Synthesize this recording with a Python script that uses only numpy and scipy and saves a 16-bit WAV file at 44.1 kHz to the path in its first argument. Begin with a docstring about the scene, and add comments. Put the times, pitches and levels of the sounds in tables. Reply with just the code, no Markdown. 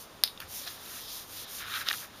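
"""A fine bright hiss swells and fades, stroke by stroke, as a small foam roller runs up and down over a plastic
stencil taped to the wall of a bare room. The hiss is wet paint tearing behind the roller. The sheet rasps as it
slips and snaps where it lifts off the wall, and a hand thuds softly against the wall. A small mono microphone,
with a ring near 3.7 kHz, hears it over room rumble and a faint mains hum."""
import sys
import numpy as np
from scipy import signal
from scipy.fft import rfft, irfft
from scipy.io import wavfile

SR = 44100
rng = np.random.default_rng(int(sys.argv[2]) if len(sys.argv) > 2 else 0)


def pcm_store(signal):
    """Save signal as 16-bit PCM."""
    levels = np.round(np.clip(np.atleast_2d(signal), -1, 1) * 32767)
    wavfile.write(sys.argv[1], SR, levels.astype(np.int16).T)


N = 97020


def from_db(db):
    """Amplitude ratio of a level in decibels."""
    return 10 ** (np.asarray(db) / 20)


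def rms_one(x):
    """Normalisation to an rms of 1."""
    return x / np.sqrt(np.mean(x ** 2) + 1e-20)


def drift(corner_hz):
    """Low-pass filtered noise gives a slow random fluctuation; rms 1."""
    pole = np.exp(-2 * np.pi * corner_hz / SR)
    return rms_one(signal.lfilter([1], [1, -2 * pole, pole * pole], rng.standard_normal(N + SR))[SR:])


def coloured(x, spectrum):
    """Spectral shaping by levels interpolated over log frequency; rms 1."""
    hz, db = np.transpose(spectrum)
    log_hz = np.log(np.maximum(np.arange(N // 2 + 1) * SR / N, 1))
    gain = from_db(np.interp(log_hz, np.log(hz), db))
    return rms_one(irfft(rfft(x) * gain, N))


def impulses(per_s, spread_db=0):
    """A Poisson process: independent clicks of random sign, their levels scattered by spread_db."""
    sizes = from_db(spread_db * np.minimum(rng.exponential(1, N), 5)) * rng.choice([-1, 1], N)
    return sizes * (rng.random(N) < per_s / SR) + 1e-18


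def resonant(x, peaks):
    """Forced response of parallel resonators of alternating polarity; rms 1."""
    out = 0
    for k, (hz, width_hz, db) in enumerate(peaks):
        radius = np.exp(-np.pi * width_hz / SR)
        gain = (1 - radius ** 2) / 2
        feedback = [1, -2 * radius * np.cos(2 * np.pi * hz / SR), radius ** 2]
        out = out + (-1) ** k * from_db(db) * signal.lfilter([gain, 0, -gain], feedback, x)
    return rms_one(out)


def ring(push, hz, t60_s):
    """A damped oscillator: each impulse starts an exponentially decaying sine."""
    radius, angle = from_db(-60 / (t60_s * SR)), 2 * np.pi * hz / SR
    return signal.lfilter([0, np.sin(angle)], [1, -2 * radius * np.cos(angle), radius ** 2], push)


def room_tone():
    """The noise floor: broadband rumble and microphone hiss, plus a wavering tone of mains hum."""
    # spectrum of the noise: frequency_hz, relative_db
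    floor_spectrum = [(12, -38), (20, -2), (235, -1.5), (774, -3), (1140, -2.5), (1550, -8), (2480, -12),
                      (3270, -10), (3650, -7.5), (3970, -13), (7930, -16.5), (13800, -20.5), (15000, -17)]
    floor_db, hum_hz, hum_db, waver_db = -51, 100, -67.5, 4.5
    hum_rms = from_db(hum_db + waver_db * drift(corner_hz=3.9))
    hum = hum_rms * np.sqrt(2) * np.sin(2 * np.pi * hum_hz * np.arange(N) / SR)
    return from_db(floor_db) * coloured(rng.standard_normal(N), floor_spectrum) + hum


def hand_thuds():
    """Impact excitation: each soft push of the hand rings one low mode of the wall."""
    # bumps on the wall: start_s, pitch_hz, level_db, t60_s
    bumps = [(.40, 121, -49.5, 0.096), (.44, 82, -46, 0.19), (.615, 550, -42.5, 0.027),
             (.665, 707, -44.5, 0.064)]
    out = 0
    for start_s, pitch_hz, level_db, t60_s in bumps:
        push = np.full(N, 1e-18)
        push[int(start_s * SR)] = from_db(level_db)
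        mode = ring(push, pitch_hz, t60_s)
        softened = resonant(mode, [(pitch_hz, pitch_hz / 2, 0)])   # the band-pass rounds the attack
        out = out + softened * np.sqrt(np.mean(mode ** 2))
    return out


def sheet_rasp():
    """Stick-slip friction: dense slips of the sheet on the wall drive three groups of resonances."""
    # envelope of each group: time_s, low_db, high_db, top_db
    envelopes = [(.1, -78, -75, -68), (.39, -71, -75, -82), (.42, -46, -64, -66), (.5, -70, -63, -62),
                 (.6, -60.5, -58, -68), (.64, -54.5, -48, -57), (.66, -51, -50.5, -55),
                 (0.679, -43.5, -41.5, -46), (0.699, -56, -52, -57), (.77, -58, -56.5, -62),
                 (.99, -50.5, -52.5, -67), (1.04, -60, -48.5, -54), (1.11, -66, -49, -47),
                 (1.22, -56, -53, -59), (1.27, -69, -68, -71), (1.35, -55, -53.5, -58),
                 (1.375, -59, -47.5, -54), (1.46, -57, -50.5, -60), (1.57, -57.5, -55, -62),
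                 (1.6, -43.5, -46, -55), (1.69, -43, -48, -66), (1.755, -35.5, -37, -60),
                 (1.8, -43, -48.5, -61), (1.819, -39.5, -44.5, -52), (1.85, -51, -52.5, -62),
                 (1.868, -40, -40.5, -59), (1.887, -32.5, -35, -53), (1.899, -48, -44, -55),
                 (1.914, -22.5, -31.5, -50), (1.916, -58, -61, -58), (1.939, -36, -47, -71),
                 (1.97, -61.5, -51, -58.5), (2.04, -46.5, -55, -58), (2.08, -59, -67, -72),
                 (2.2, -58, -56, -65)]
    # resonances heard in the rasp, by group: centre_hz, width_hz, relative_db
    low_peaks = [(1284, 300, 3.5), (1795, 290, 1), (2330, 570, -4), (2990, 280, -8.5)]
    high_peaks = [(3290, 410, 4.5), (3830, 230, 3.5), (4190, 370, -1)]   # the microphone's ring near 3.7 kHz
    top_peaks = [(4460, 710, 5.5), (5290, 910, 3.5)]
    # band of slip noise that drives each group, same columns
    bands = [(1930, 1550, 0), (3900, 930, 0), (5100, 3400, 0)]
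    slips = impulses(per_s=2500, spread_db=1.5)
    time_s, *levels_db = np.transpose(envelopes)
    out = 0
    for level_db, band, peaks in zip(levels_db, bands, [low_peaks, high_peaks, top_peaks]):
        envelope = from_db(np.interp(np.arange(N) / SR, time_s, level_db))
        out = out + envelope * resonant(resonant(slips, [band]), peaks)
    return out


def sheet_snaps():
    """Free vibration: a click and a crackle ring sheet and microphone; the sheet rustles to rest."""
    # snaps, all levels relative: start_s, level_db, low_db, upper_db, treble_db, length_s, rustle_db
    snaps = [(.2367, -4, -20, 0.5, -2, 0.0011, -3.5), (0.276, -24, -25, -10, -16, 0.0011, 1),
             (.3752, -32.5, -1, -12, -19, 0.0026, -6), (0.401, -44, -12, 3, 5, 0.0011, -6),
             (0.4026, -33, 16, -1, 5, 0.006, 0), (0.418, -40, 10, -3, -22, 0.0015, -5),
             (1.8865, -7, 0, -9.5, -20, 0.00081, -11), (1.9, -19, 4, -11, -10, 0.0028, -10),
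             (1.9285, -17.5, 2, -15, -6.5, 0.0028, -13), (1.943, -41, 14, -8, -12, 0.0023, -11),
             (1.983, -34, 7, -5, -11, 0.0008, -11)]
    # low, middle (the microphone's ring), upper and treble resonances: pitch_hz, relative_db, t60_s
    resonances = [
        [(824, -10, 0.0059), (1620, -4, 0.0039), (2320, -4, 0.0023), (2830, -1, 0.0031)],
        [(3540, 3, 0.0092), (3830, 4, 0.015), (4080, 3.5, 0.0032)],
        [(4500, 12, 0.0024), (5180, 6.5, 0.0054), (5050, 2.5, 0.0089), (6700, -1, 0.0036)],
        [(8860, 2, 0.0025), (10250, -1, 0.0092), (11800, -4.5, 0.0032), (13230, 11, 0.0023), (13800, 1, .002)],
    ]
    # delay of each range behind the treble: lag_s
    lag_s = [.0005, .0004, .0004, 0]
    tail_t60_s, tail_db = [0.065, 0.18, 0.18, 0.25], [-48, -33, -35, -39.5]   # rustle in each range
    burst_t, tail_t = np.arange(500) / SR, np.arange(SR // 2) / SR
    trim_db, rustle_gap_s = -8, 0.0029
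    click = 8 * (burst_t == 0)
    crackles = rng.standard_normal((len(snaps), len(burst_t)))
    out = 0
    for part, modes in enumerate(resonances):
        push = np.full((2, N + SR), 1e-18)   # one row drives the snap, the other its rustle
        for snap, crackle in zip(snaps, crackles):
            start_s, level_db, low_db, upper_db, treble_db, length_s, rustle_db = snap
            burst = (click + crackle) * np.exp(-2 * burst_t / length_s)
            range_db = (low_db, 0, upper_db, treble_db)[part]
            burst *= from_db(level_db + range_db + trim_db) / np.sqrt(np.sum(burst ** 2))
            onset = int((start_s + lag_s[part]) * SR)
            push[:, onset:onset + len(burst)] += burst * from_db([[0], [rustle_db]])
        crack, settling = sum((-1) ** k * from_db(db) * ring(push[:, :N], hz, t60_s)
                              for k, (hz, db, t60_s) in enumerate(modes))
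        decay = from_db(tail_db[part] - 60 * tail_t / tail_t60_s[part]) * (tail_t > rustle_gap_s)
        rustle = signal.fftconvolve(settling, decay * rng.standard_normal(len(tail_t)))[:N]
        out = out + crack + rustle
    return signal.sosfilt(signal.butter(3, 550, "high", fs=SR, output="sos"), out)


def paint_hiss():
    """Shot noise: countless paint threads tear behind the roller, louder as its speed rises."""
    # strokes of the roller: start_s, fastest_s, end_s, relative_db
    strokes = [(-.2, -.05, 0.079, -45.5), (.40, 0.398, .47, -52), (0.465, 0.572, 0.683, -42),
               (0.6, 0.687, 0.81, -47), (0.73, .98, 1.1, -45.5), (1.049, 1.135, 1.292, -44),
               (1.24, 1.42, 1.46, -44), (1.455, 1.57, 1.658, -42.5), (1.618, 1.8, 1.845, -43),
               (1.824, 1.948, 2.09, -42), (2.115, 2.253, 2.34, -54.5)]
    # spectrum of tearing paint: frequency_hz, relative_db
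    tear_spectrum = [(880, -46), (1500, -19), (2430, -7), (3600, -5), (6300, -1), (7210, -4), (7790, -1),
                     (8410, -6), (9360, -2.5), (14300, -1.5), (15000, -3)]
    speed_exponent, gain_db, flutter_db = 1.18, 4, 0.54
    t, power = np.arange(N) / SR, 0
    for start_s, fastest_s, end_s, relative_db in strokes:
        speed = np.sin(np.interp(t, [start_s, fastest_s, end_s], [0, np.pi / 2, np.pi]))
        amplitude = from_db(relative_db) * np.abs(speed) ** speed_exponent
        power = power + amplitude ** 2   # incoherent sounds add in power
    envelope = np.sqrt(power) * from_db(gain_db + flutter_db * drift(corner_hz=23))
    return envelope * coloured(impulses(per_s=9000), tear_spectrum)


def scene():
    """Superposition: all sources add at one microphone, alike in both channels."""
    return np.tile(room_tone() + hand_thuds() + sheet_rasp() + sheet_snaps() + paint_hiss(), (2, 1))


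def record(dry):
    """Soft saturation rounds the peaks; a deep notch and a steep low-pass then filter the treble."""
    ceiling, notch_hz, notch_width_hz, cutoff_hz = 0.61, 7850, 564, 15050
    sound = ceiling * np.tanh(dry / ceiling)
    notch = signal.iirnotch(notch_hz, notch_hz / notch_width_hz, fs=SR)
    for _ in range(3):   # each pass widens the notch
        sound = signal.lfilter(*notch, sound)
    return signal.sosfilt(signal.ellip(14, 0.5, 70, cutoff_hz, fs=SR, output="sos"), sound)


dry = scene()
out = record(dry)
pcm_store(out)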